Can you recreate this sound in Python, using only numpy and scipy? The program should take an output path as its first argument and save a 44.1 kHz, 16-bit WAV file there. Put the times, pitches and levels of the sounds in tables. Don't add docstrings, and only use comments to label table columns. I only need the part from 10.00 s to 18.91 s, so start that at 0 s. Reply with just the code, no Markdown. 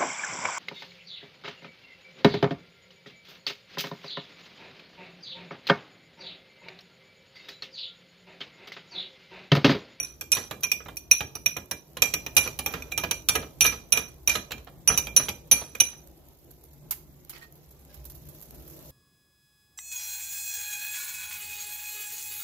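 import sys
import numpy as np
from scipy import signal
from scipy.fft import rfft, irfft
from scipy.io import wavfile
from scipy.ndimage import uniform_filter1d

SR = 44100
rng = np.random.default_rng(int(sys.argv[2]) if len(sys.argv) > 2 else 0)


def bounce(signal):
    frames = np.transpose(np.atleast_2d(signal))
    limited = np.clip(frames, -1, 1)
    pcm = np.round(limited * 32767).astype(np.int16)
    wavfile.write(sys.argv[1], SR, pcm)


def voltage_ratio(level):
    return 10 ** (np.asarray(level, float) / 20)


N = 392928

# (time [s], crack [dB], ring [dB], tilt to high mode [dB], free ring [ms])
BLOWS = [(0.318, -11.5, -13.5, -0.5, 14), (0.6334, -18, -22, -5, 14), (0.716, -16.5, -16.5, -9.5, 4.5),
         (1.1123, -11, -5.5, -2, 7.1), (1.4596, -17, -13.5, -6.5, 5.3), (1.711, -23.5, -24.5, 2, 5.5),
         (2.0202, -9, -11, -6.5, 4.4), (2.138, -18, -17, -4.5, 2.3), (2.366, -7, -16.5, -6, 15.6),
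         (2.6609, -18, -21.5, -8, 2), (2.9763, -17, -20, -4, 3.2), (3.1101, -18, -18.5, -1, 4.4),
         (3.286, -12, -14, 2.5, 9.3), (3.6076, -10.5, -10.5, 3, 3.5), (3.6435, -18, -22.5, 0, 9.8),
         (3.665, -12.5, -21, -4.5, 14), (3.9218, -12, -11, 2.5, 6.8), (3.9305, -25.5, -17.5, -0.5, 3),
         (4.2746, -13, -13.5, 1, 6.1), (4.8752, -12.5, -11.5, 5, 14), (4.9752, -12.5, -16.5, 1.2, 7.8),
         (5.163, -10.5, -18, 4.5, 7.1), (5.5127, -12.5, -9, 4.5, 7.8), (5.8023, -13, -7.5, 2.5, 5.3)]
# (time [s], crack [dB],
# ring [dB], tilt to high mode [dB])
TOUCHES = [(-.012, -21, -16, -1.5), (.002, -34.5, -29, 5), (0.046, -36, -32, -1), (.35, -21, -25, 0),
           (2.3705, -11, -15.5, 6.5), (3.657, -20, -21.5, -1), (5.7995, -27.5, -22, 0),
           (4.58, -49, -50.5, -10), (0.0282, -36, -28, 2.5), (0.2101, -25, -32.5, -6.5),
           (0.5102, -28, -48.5, 6), (0.9687, -26, -29, -1.5), (1.1794, -33, -33.5, 5.5),
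           (1.2062, -29.5, -38.5, -21.5), (1.3526, -29, -29.5, 2), (1.5665, -26, -32.5, -10.5),
           (1.9692, -34, -39, 5.5), (2.2632, -29, -32, -9.5), (2.4747, -27.5, -34, -16.5),
           (2.589, -23.5, -33, 13.5), (2.738, -31.5, -38, -17), (2.8219, -36, -39.5, -18),
           (2.9207, -28.5, -36, -16.5), (3.0368, -28, -32.5, -17), (3.3544, -21.5, -23.5, 4),
           (3.6183, -18.5, -14, 1.5), (3.973, -19.5, -22.5, -8.5), (4.356, -22.5, -38, -4),
           (4.5174, -36, -42, -7.5), (5.07, -31, -40.5, -18.5), (5.289, -22, -28.5, -6),
           (5.7516, -33, -38.5, -15), (4.295, -15, -25, -13.5), (5.164, -18.5, -10.5, 6.5),
           (5.5171, -10.5, -11.5, 8)]
# (struck [Hz], at rest [Hz], pair split [Hz], t60 [s], ring left [dB])
BOWL = [
    (2451, 3500, 33, 0.12, -21.5),
    (5875, 5890, 91, 0.24, -21),
    (10387, 10365, 30, 0.13, -17.5),
]
BOWL_LEAD_TURNS = [0.22, 0.23, 0.13]
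BOWL_RISE_PER_S = [0, 0.0037, 0.0026]
BOWL_ROUGH_SHARE = [.35, 1, .5]
# (frequency [Hz], level [dB], t60 [s])
RIM_MODES = [(2870, -2, .07), (3232, -5, 0.087), (3867, 1, 0.049), (4400, -6.5, .06), (4738, -8.5, 0.084),
             (7480, -0.5, 0.057), (11650, -0.5, .07)]
# (frequency [Hz], level [dB])
CRACK_SPECTRUM = [(1500, -21.5), (3000, -13.5), (5000, -11), (7400, -3.5), (8300, -15.5), (9300, -21),
                  (11400, 1), (13200, -1.5), (15200, -3), (16500, -39.5)]
# (time [s], push as knock [dB], grip looseness as clatter re crack [dB], bowl left-right [dB])
HAND = [(0.299, -38, -14.5, -1), (.7, -35, -11.5, -1.5), (1.1, -37, -8.5, 0.5), (1.5, -33, -10, -1.7),
        (2.0, -22.5, -11.5, -2.5), (2.14, -25.5, -4.5, 0.5), (2.371, -24, -13.5, -1), (2.9, -26, -11, -1.5),
        (3.3, -25, -4.5, -1), (3.6, -26.5, -2.5, -0.5), (3.92, -29, -7, -2.5), (4.3, -29.5, -16, -1.5),
        (5.0, -31, -10.5, -0.5), (5.498, -25, -6.5, -0.5), (5.8, -29, -2.5, -2)]
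# (time [s], knock [dB], clatter [dB], spoon ring [dB])
KNOCKS = [(0.803, -39, -70, -48.5), (0.367, -24.5, -27.5, -36.5), (0.51, -26, -37, -48),
          (0.858, -36, -50, -67), (.884, -33.5, -46, -65), (1.205, -25, -28, -37.5),
          (1.351, -34.5, -45, -68.5), (1.565, -26.5, -47, -44), (1.969, -31.5, -35, -57),
          (2.263, -31.5, -38, -57), (2.458, -25.5, -42, -54), (2.473, -34, -33, -50),
          (2.59, -27.5, -26.5, -68), (2.737, -24, -36.5, -35), (-.012, -35, -31, -56),
          (2.917, -35.5, -33, -65), (3.035, -22.5, -31.5, -37), (3.352, -17.5, -22, -28),
          (3.425, -30.5, -49.5, -58.5), (3.649, -22, -20, -26), (3.724, -28.5, -45, -42),
          (3.972, -25, -22.5, -32.5), (4.353, -24.5, -25, -33), (4.518, -32.5, -28.5, -52.5),
          (4.67, -36.5, -66.5, -58), (4.902, -19, -32, -32.5), (5.069, -32.5, -34, -61.5),
          (5.196, -25, -36.5, -42.5), (5.284, -25, -28.5, -47.5), (.211, -38, -53, -63),
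          (5.75, -38, -41, -52), (4.507, -32.5, -35.5, -57.5), (4.579, -45, -49.5, -59),
          (5.614, -31.5, -61, -56), (5.93, -45.5, -63, -71)]
# (time [s], note [dB])
FREE_NOTES = [(.212, -38), (0.635, -21.5), (.72, -29), (2.03, -22), (2.14, -37), (2.368, -12.5),
              (2.919, -25), (3.64, -12.5), (3.951, -20), (4.277, -15), (5.071, -31.5), (5.18, -32.5),
              (5.53, -26)]
# (frequency [Hz], level [dB], t60 [s])
SPOON_MODES = [(454, 2.5, .12), (490, -4, .1), (1265, 3, 0.12), (1668, 1.5, 0.16), (1955, -3.5, .15),
               (2920, -4, .1), (3240, -4, .13)]
# (frequency [Hz], level [dB])
DRAG_SPECTRUM = [(200, -35), (450, 2), (1200, 3), (2000, -3.5), (4000, -11.5), (7000, -27.5), (8500, -37.5)]
# (frequency [Hz], level [dB])
CLATTER_SPECTRUM = [(1800, -34.5), (2500, 2), (2900, 4), (3500, -1.5), (3960, 6), (4500, -10.5), (5500, -8),
                    (7400, -6.5), (8300, -17.5)]
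# (frequency [Hz], level [dB])
THUMP_SPECTRUM = [(40, -27), (70, 3), (150, -1), (350, -5), (600, -9.5), (1200, -33.5)]
# (time [s], length [s], dull rub [dB], glassy rub [dB])
SCRAPES = [(0., 0.14, -71, -44), (0.328, .13, -51.5, -34), (0.625, 0.053, -47, -39),
           (1.121, 0.046, -53.5, -37), (1.465, 0.061, -59.5, -44), (2.029, 0.072, -42, -33.5),
           (2.379, 0.13, -53.5, -33), (2.664, 0.29, -48, -52), (2.979, 0.083, -50, -43.5),
           (3.301, 0.13, -46, -47.5), (3.623, 0.12, -42.5, -29), (3.932, .12, -40, -36.5),
           (4.28, .1, -44.5, -28), (4.372, 0.083, -65, -46), (4.886, 0.13, -44.5, -31),
           (5.181, .13, -46.5, -40), (5.529, 0.17, -58, -39), (5.811, 0.16, -58, -47.5)]
# (frequency [Hz], width [Hz], level [dB])
GLASS = [(1370, 160, -21), (1668, 10, -21.5), (1952, 30, -20), (2450, 14, 3.5), (2920, 17, -15.5),
         (3265, 29, -14.5), (3885, 180, -17), (4310, 51, -18.5), (5957, 130, 0.5), (7300, 90, -19),
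         (10680, 77, -8)]
# (time [s], level [dB])
THUDS = [
    (1.115, -46),
    (3.36, -39),
    (3.62, -39.5),
    (3.67, -37.5),
    (4.29, -37),
    (4.669, -45),
    (4.89, -37),
    (5.521, -42),
]
# (time [s], level [dB])
BRIGHT_TICKS = [
    (.607, -33.5),
    (.8829, -35),
    (2.3496, -34),
    (2.6853, -28),
    (2.7247, -28),
    (3.014, -38),
    (4.5082, -34.5),
    (5.9778, -48),
]
# (time [s], level [dB], left-right [dB])
SPITS = [(6.3878, -50, -6), (6.507, -41.5, -8), (6.65, -45, -8), (6.7352, -45, -5.5), (6.9087, -12, -5.5),
         (7.295, -24.5, -5), (7.554, -43.5, -4), (7.709, -40, -2), (7.7919, -47.5, -3), (7.942, -37.5, -14),
         (8.052, -30.5, -8.5), (8.0985, -31.5, -6), (8.1503, -35.5, -10), (8.287, -35.5, -13),
         (8.3472, -39, -2), (8.4236, -32.5, -8), (8.545, -38, -3), (8.596, -44, -5), (8.6774, -37, -8),
         (8.699, -36, -6), (8.7636, -43, -5), (8.855, -40.5, 5)]
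# (frequency [Hz], density [dB/Hz])
SPIT_SPECTRUM = [(590, -21.5), (1000, -11.5), (2380, -21.5), (4490, -13.5), (4930, -15), (7430, -10.5),
                 (8260, -17), (12500, 0.5), (14500, -2.5), (16500, -23.5)]
# (time [s], rub [dB], length [s], note [Hz], note level [dB])
SLIDES = [
    (6.911, -46, 0.037, 1825, -58),
    (7.295, -53.5, 0.029, 1110, -72),
    (7.325, -53, 0.028, 2200, -58),
    (7.345, -49, 0.045, 1880, -56),
    (7.38, -58, 0.044, 906, -64),
    (7.412, -51, 0.05, 1865, -51),
    (7.89, -64, 0.16, 1636, -67),
]
# (frequency [Hz], level [dB])
SLIDE_SPECTRUM = [(500, -10.5), (900, -4.5), (2000, -4.5), (4500, -6), (7000, -13), (8500, -16)]
# (time [s], hum and counter rumble [dB], sizzle [dB])
BACKGROUND = [
    (0.0, -54.5, -64),
    (1.81, -56, -64.5),
    (2.36, -50, -57.5),
    (4.72, -52.5, -64),
    (5.19, -47.5, -57),
    (5.36, -55, -62),
    (7.52, -55, -63),
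    (8.91, -48, -53),
]
# (frequency [Hz], density [dB/Hz])
SIZZLE_SPECTRUM = [(800, -40.5), (1300, -20), (2700, -15.5), (4500, -11.5), (6500, -10), (7600, -11.5),
                   (8600, -14), (9800, -15), (11500, -5), (13000, -3), (15600, -11), (16600, -4.5)]
# (frequency [Hz], density [dB/Hz])
HUM_SPECTRUM = [(15, -40.5), (25, -28), (40, -10.5), (60, -4), (72, -0.5), (88, -18.5), (143, -5),
                (173, -13.5), (341, -13), (371, -15), (592, -16.5), (1540, -33.5), (4000, -35.5),
                (5200, -68.5), (8800, -120)]
# (frequency [Hz], width [Hz], level [dB])
MOTOR_LINES = [(65.8, 9.7, 1.5), (145.4, 29, 1), (348, 53, -1)]
# (frequency [Hz], correlation [-1..1])
PORT_LIKENESS = [(60, 0.94), (240, 0.67), (950, 0.63), (3770, -0.19), (15000, -0.086)]
# (frequency [Hz], t60 [s])
ROOM_T60 = [(250, 0.64), (1700, 0.27), (5000, 0.33), (12000, 0.28)]
# (frequency [Hz], drop threshold under neighbours [dB])
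MASKED = [(2300, 40), (3300, 17), (4600, 15), (7600, 16), (8100, 6), (9600, 7), (10000, 14), (11000, 20)]


def evened(x):
    return x / np.sqrt(np.mean(x ** 2) + 1e-20)


def read(points, hz):
    f, value = np.transpose(points)
    return np.interp(np.log(hz + 1), np.log(f + 1), value)


def follow(table, s, column):
    rows = np.transpose(table)
    return np.interp(s, rows[0], rows[column])


def add(mix, s, sound):
    at = round(s * SR)
    part, rest = mix[:, max(at, 0):], sound[:, max(-at, 0):]
    size = min(part.shape[1], rest.shape[1])
    part[:, :size] += rest[:, :size]


def colour(x, points):
    size = x.shape[-1]
    gain = voltage_ratio(read(points, np.fft.rfftfreq(size, 1 / SR)))
    return evened(irfft(rfft(x) * gain, size))


def lumps(hz_step, width_hz, depth_db):
    hz = np.arange(100, 12000, hz_step)
    width = max(round(width_hz / hz_step), 1)
    return np.transpose([hz, depth_db * evened(uniform_filter1d(rng.standard_normal(len(hz)), width))])


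def wobble(count, depth_db, span):
    slow = uniform_filter1d(rng.standard_normal((2, count)), span)
    return voltage_ratio(depth_db * evened(uniform_filter1d(slow, span)))


def sides(pan_db):
    return voltage_ratio(np.array([[.5], [-.5]]) * pan_db)


def ports(lead, luck):
    return luck[0] + np.array([lead * (1 + (luck[1] - .5) / 2), 0])


def burst(t, hold_ms, t60, rise_ms):
    rise = 1 - np.exp(-t / (rise_ms / 1000))
    return rise * voltage_ratio(-60 * np.maximum(t - hold_ms / 1000, 0) / t60)


def ring(t, hz, phases):
    return np.sin(2 * np.pi * (hz * t + phases[:, None]))


def modes(t, table, luck, spread, scatter_db):
    out = 0
    for (hz, db, t60), u in zip(table, luck):
        tone = ring(t, hz * (1 + spread * (u[2] - .5)), ports(hz / 5000, u))
        out = out + voltage_ratio(db - scatter_db * u[3]) * tone * burst(t, 0, t60, 0.066)
    return out


def wall_contacts():
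    rows = BLOWS + [(*row, max(13.5 + 0.4 * (row[2] + 10), 2)) for row in TOUCHES]
    outer_db = -7
    return [(s, crack_db, ring_db + outer_db - tilt_db, ring_db, ring_db + outer_db + tilt_db, free_ms)
            for s, crack_db, ring_db, tilt_db, free_ms in rows]


def clinks():
    out, t = np.zeros((2, N)), np.arange(12288) / SR
    brief = t[:4096]
    contacts = wall_contacts()
    for (s, crack_db, *ring_db, free_ms), luck in zip(contacts, rng.random((len(contacts), 3, 8))):
        at = s + .0006
        noise = colour(colour(rng.standard_normal((2, 4096)), lumps(50, 300, 3)), CRACK_SPECTRUM)
        tick = burst(brief, 0.08, 0.0071, 0.027)
        crack = voltage_ratio(-7.5) * burst(brief, 0.15 * free_ms, 0.079, 0.032)
        add(out, at, voltage_ratio(crack_db - 3.0) * noise * (tick + crack))
        rim = modes(brief, RIM_MODES, rng.random((len(RIM_MODES), 4)), spread=0.022, scatter_db=18.5)
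        add(out, at, voltage_ratio(crack_db - 11) * rim * wobble(4096, depth_db=4, span=80))
        rough = wobble(len(t), depth_db=5, span=60)
        for mode, lead, share, rise, db, u in zip(BOWL, BOWL_LEAD_TURNS, BOWL_ROUGH_SHARE,
                                                  BOWL_RISE_PER_S, ring_db, luck):
            struck_hz, rest_hz, split_hz, t60, left_db = mode
            struck = ring(t, struck_hz * (.988 + rise * s + 0.0089 * u[6]), ports(lead, u))
            twin_hz = struck_hz + 1.2 * split_hz * np.sign(u[4] - .3)
            struck = struck + .6 * u[5] * ring(t, twin_hz, u[2:4])
            rest = ring(t, rest_hz - split_hz * u[7] / 2, u[2:4])
            rest = rest + 0.39 * ring(t, rest_hz + split_hz * u[6], u[4:6])
            rest = rest + 0.31 * ring(t, rest_hz - split_hz * (1 + u[5]), u[1:3])
            free = struck * burst(t, free_ms, 0.032, 0.11)
            choked = voltage_ratio(left_db) * rough ** share * rest * burst(t, 0, t60, 4.0)
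            add(out, at, voltage_ratio(db - 1.5) * (free + choked))
    return out * sides(-3.3)


def bottom_contacts():
    s, crack_db, _, _, free_ms = np.transpose(BLOWS)
    push_db = follow(HAND, s, column=1)
    clatter_db = crack_db + follow(HAND, s, column=2)
    blows = np.transpose([s, push_db, clatter_db, push_db - 15.5, 1.2 * free_ms, (push_db + clatter_db) / 2])
    blows = blows[np.diff(s, prepend=0) > .05]
    drag_ms = 4.5
    bottom = [(*row, drag_ms, (row[1] + row[2]) / 2 - 5.5) for row in KNOCKS]
    notes = [(at, *[-np.inf] * 3, drag_ms, db) for at, db in FREE_NOTES]
    return list(blows) + bottom + notes


def knocks():
    out, t = np.zeros((2, N)), np.arange(12288) / SR
    note_hz, note_t60 = 2382, 0.15
    luck_size = (len(BLOWS + KNOCKS + FREE_NOTES), 8, 4)
    for (s, db, clatter_db, spoon_db, drag_ms, note_db), luck in zip(bottom_contacts(), rng.random(luck_size)):
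        noise = rng.standard_normal((4, len(t)))
        slips = voltage_ratio(3.2 * evened(uniform_filter1d(noise[2], 60)))
        thump = colour(noise[3], THUMP_SPECTRUM) * burst(t, 1.5 * drag_ms, 0.31, 4.4)
        body = colour((noise[:2] + 1.1 * noise[0]) * slips, lumps(25, 75, 3.5))
        drag = colour(body, DRAG_SPECTRUM) * burst(t, drag_ms, 0.084, .8)
        rattle = burst(t, .5 * drag_ms, 0.053, 0.31) + voltage_ratio(-19.5) * burst(t, drag_ms, 0.15, 3.5)
        clatter = colour(body, CLATTER_SPECTRUM) * rattle
        spoon = modes(t, SPOON_MODES, luck[1:], spread=0.0022, scatter_db=7)
        spoon = spoon * wobble(len(t), depth_db=4, span=150)
        phases = luck[0, :1] + 0.63 * luck[0, 1:3]
        note = ring(t, note_hz * (.999 + 0.0027 * luck[0, 2]), phases) * burst(t, 27, note_t60, 4.9)
        note = note * wobble(len(t), depth_db=2, span=300)
        add(out, s, (voltage_ratio(db - 8.0) * drag + voltage_ratio(spoon_db - 2.5) * spoon) * sides(-9))
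        glass = (voltage_ratio(clatter_db - 5.0) * clatter + voltage_ratio(note_db - 10.0) * note) * sides(-4.5)
        add(out, s, glass + voltage_ratio(db - 12.5) * thump)
    return out


def scrapes():
    out, t, hz = np.zeros((2, N)), np.arange(12288) / SR, np.arange(500, 13000, 10)
    peaks = sum(voltage_ratio(db) / (1 + (2 * (hz - f) / width) ** 2) for f, width, db in GLASS)
    peaks = peaks + voltage_ratio(-23.5) * (abs(hz - 9000) > 1100) + voltage_ratio(-45)
    glass_spectrum = [(300, -90), *zip(hz, 20 * np.log10(peaks)), (14000, -90)]
    for s, length, rub_db, glass_db in SCRAPES:
        noise = rng.standard_normal((3, len(t)))
        slips = (noise[:2] + .8 * noise[0]) * voltage_ratio(2.5 * evened(uniform_filter1d(noise[2], 100)))
        slips = colour(slips, lumps(10, 30, 2.5))
        dull = voltage_ratio(rub_db - 3.0) * colour(slips, DRAG_SPECTRUM) * sides(-4.5)
        glassy = voltage_ratio(glass_db - 0.5) * colour(slips, glass_spectrum) * sides(-6.5)
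        add(out, s, (dull + glassy) * burst(t, 300 * length, 2.5 * length, 4.4))
    return out


def thuds():
    out, t = np.zeros((2, N)), np.arange(12288) / SR
    hz = 64.45 * (1 + 0.14 * np.exp(-t / .03))
    for s, db in THUDS:
        shudder = ring(t, hz, np.full(2, rng.random()))
        add(out, s, voltage_ratio(db) * shudder * burst(t, 30, 0.43, 9.1))
    return out


def spatter(events, t60):
    out, t = np.zeros((2, N)), np.arange(8192) / SR
    for s, db, pan_db in events:
        noise = colour(colour(rng.standard_normal((2, len(t))), lumps(64, 200, 0.9)), SPIT_SPECTRUM)
        add(out, s, voltage_ratio(db - 11) * noise * burst(t, 2.0, t60, 0.24) * sides(pan_db))
    return out


def bright_ticks():
    return spatter([(*row, -3) for row in BRIGHT_TICKS], t60=0.039)


def spits():
    return spatter(SPITS, t60=0.081)


def slides():
    out, t = np.zeros((2, N)), np.arange(8192) / SR
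    for s, db, length, hz, note_db in SLIDES:
        rub = colour(colour(rng.standard_normal((2, len(t))), lumps(25, 150, 4)), SLIDE_SPECTRUM)
        swell = np.sin(np.pi * np.clip(t / length, 0, 1) ** .6)
        rub = rub * wobble(len(t), depth_db=4, span=50) * swell
        note = ring(t, hz, rng.random(2)) * burst(t, 22.8, 0.15, 5.7)
        note = note * wobble(len(t), depth_db=2.9, span=150)
        add(out, s, (voltage_ratio(db) * rub + voltage_ratio(note_db) * note) * sides(-4.5))
    return out


def crackle():
    t, pops_per_s, re_sizzle_db = np.arange(512) / SR, 60, 1
    pops = (rng.random(N) < pops_per_s / SR) * voltage_ratio(4.76 * np.minimum(rng.exponential(1, N), 4))
    pops = pops * voltage_ratio(follow(BACKGROUND, np.arange(N) / SR, column=2) + re_sizzle_db)
    kind = rng.integers(0, 8, N)
    grains = colour(rng.standard_normal((8, 2, 512)), SPIT_SPECTRUM) * burst(t, .5, 0.0095, 0.21)
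    out = np.zeros((2, N))
    for k, grain in enumerate(grains):
        out += signal.oaconvolve((pops * (kind == k))[None], grain, axes=1)[:, :N]
    return out * sides(-3)


def field(spectrum_db, column, size, patchy_db, flicker_db):
    hop = size // 4
    frames, hz = N // hop + 5, np.fft.rfftfreq(size, 1 / SR)
    a, b, c, d, patches = rng.standard_normal((frames, len(hz), 5)).T
    patches = evened(uniform_filter1d(uniform_filter1d(patches, 8, 0), 8, 1))
    flicker = evened(uniform_filter1d(rng.standard_normal(frames), 4))
    same = np.clip(read(PORT_LIKENESS, hz), -1, 1)[:, None]
    left = a + 1j * b
    right = same * left + np.sqrt(1 - same ** 2) * (c + 1j * d)
    z = np.array([left, right])
    z *= voltage_ratio(spectrum_db(hz)[:, None] + patchy_db * patches + flicker_db * flicker)
    noise = evened(signal.istft(z, nperseg=size, noverlap=size - hop)[1][:, :N])
    return voltage_ratio(follow(BACKGROUND, np.arange(N) / SR, column)) * noise


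def sizzle():
    noise = field(lambda hz: read(SIZZLE_SPECTRUM, hz), column=2, size=256, patchy_db=2, flicker_db=1.4)
    return noise * voltage_ratio(2.5) * sides(-2.5)


def hum_db(hz):
    lines = sum(voltage_ratio(db) ** 2 * 4 / (1 + (2 * (hz - f) / width) ** 2) for f, width, db in MOTOR_LINES)
    return read(HUM_SPECTRUM, hz) + 10 * np.log10(1 + lines)


def hum():
    return field(hum_db, column=1, size=4096, patchy_db=2.5, flicker_db=1.5) * voltage_ratio(1.5)


def kitchen(x):
    taps = np.zeros((2, SR // 2))
    at = np.arange(200, SR // 2 - 20, 20) + rng.integers(0, 20, (2, (SR // 2 - 201) // 20))
    np.put_along_axis(taps, at, rng.choice([-1., 1.], at.shape), 1)
    hz, t, z = signal.stft(taps, SR, nperseg=256)
    tail = signal.istft(z * voltage_ratio(-60 * t / read(ROOM_T60, hz)[:, None]), SR, nperseg=256)[1]
    x = signal.sosfilt(signal.butter(2, 500, "high", fs=SR, output="sos"), x)
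    return signal.fftconvolve(x, tail / np.linalg.norm(tail[0]), axes=1)[:, :N]


def scene():
    bowl = clinks() + knocks() + scrapes()
    bowl = bowl * sides(follow(HAND, np.arange(N) / SR, column=3))
    hits = bowl + bright_ticks() + spits() + slides() + thuds()
    return hits + voltage_ratio(-11.5) * kitchen(hits) + crackle() + sizzle() + hum()


def thin_treble(x, edge_hz, attack_db, thrift_db):
    hz, _, z = signal.stft(x, SR, nperseg=1024, noverlap=768)
    power = (abs(z[:, :512]) ** 2).mean(0)
    bands = uniform_filter1d(power, size=3, axis=1).reshape(64, 8, -1).mean(1) + 1e-16
    masker = uniform_filter1d(bands, size=17, axis=0)
    count = bands.shape[1]
    thrift = np.repeat(rng.exponential(1, (count // 6 + 1, 64)).T, 6, axis=1)[:, :count]
    under_db = np.maximum(read(MASKED, hz[4:512:8])[:, None] - thrift_db * thrift, .5)
    keep = np.repeat(bands > masker * voltage_ratio(-2 * under_db), 8, axis=0)
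    total_db = 10 * np.log10(power[200:].sum(0) + 1e-16)
    attack = total_db - np.roll(total_db, 1) > attack_db
    z[:, :512] *= np.where(hz[:512, None] > edge_hz, attack, keep | attack)
    z[:, hz > 16700] = 0
    return signal.istft(z, SR, nperseg=1024, noverlap=768)[1][:, :N]


def low_pass(x):
    return signal.sosfilt(signal.butter(12, 16760, fs=SR, output="sos"), x)


def record(dry):
    ceiling = 1.3
    limited = ceiling * np.tanh(dry / ceiling)
    mix = thin_treble(limited, edge_hz=15600, attack_db=6, thrift_db=4)
    return low_pass(np.clip(mix, -1, 1))


dry = scene()
out = record(dry)
bounce(out)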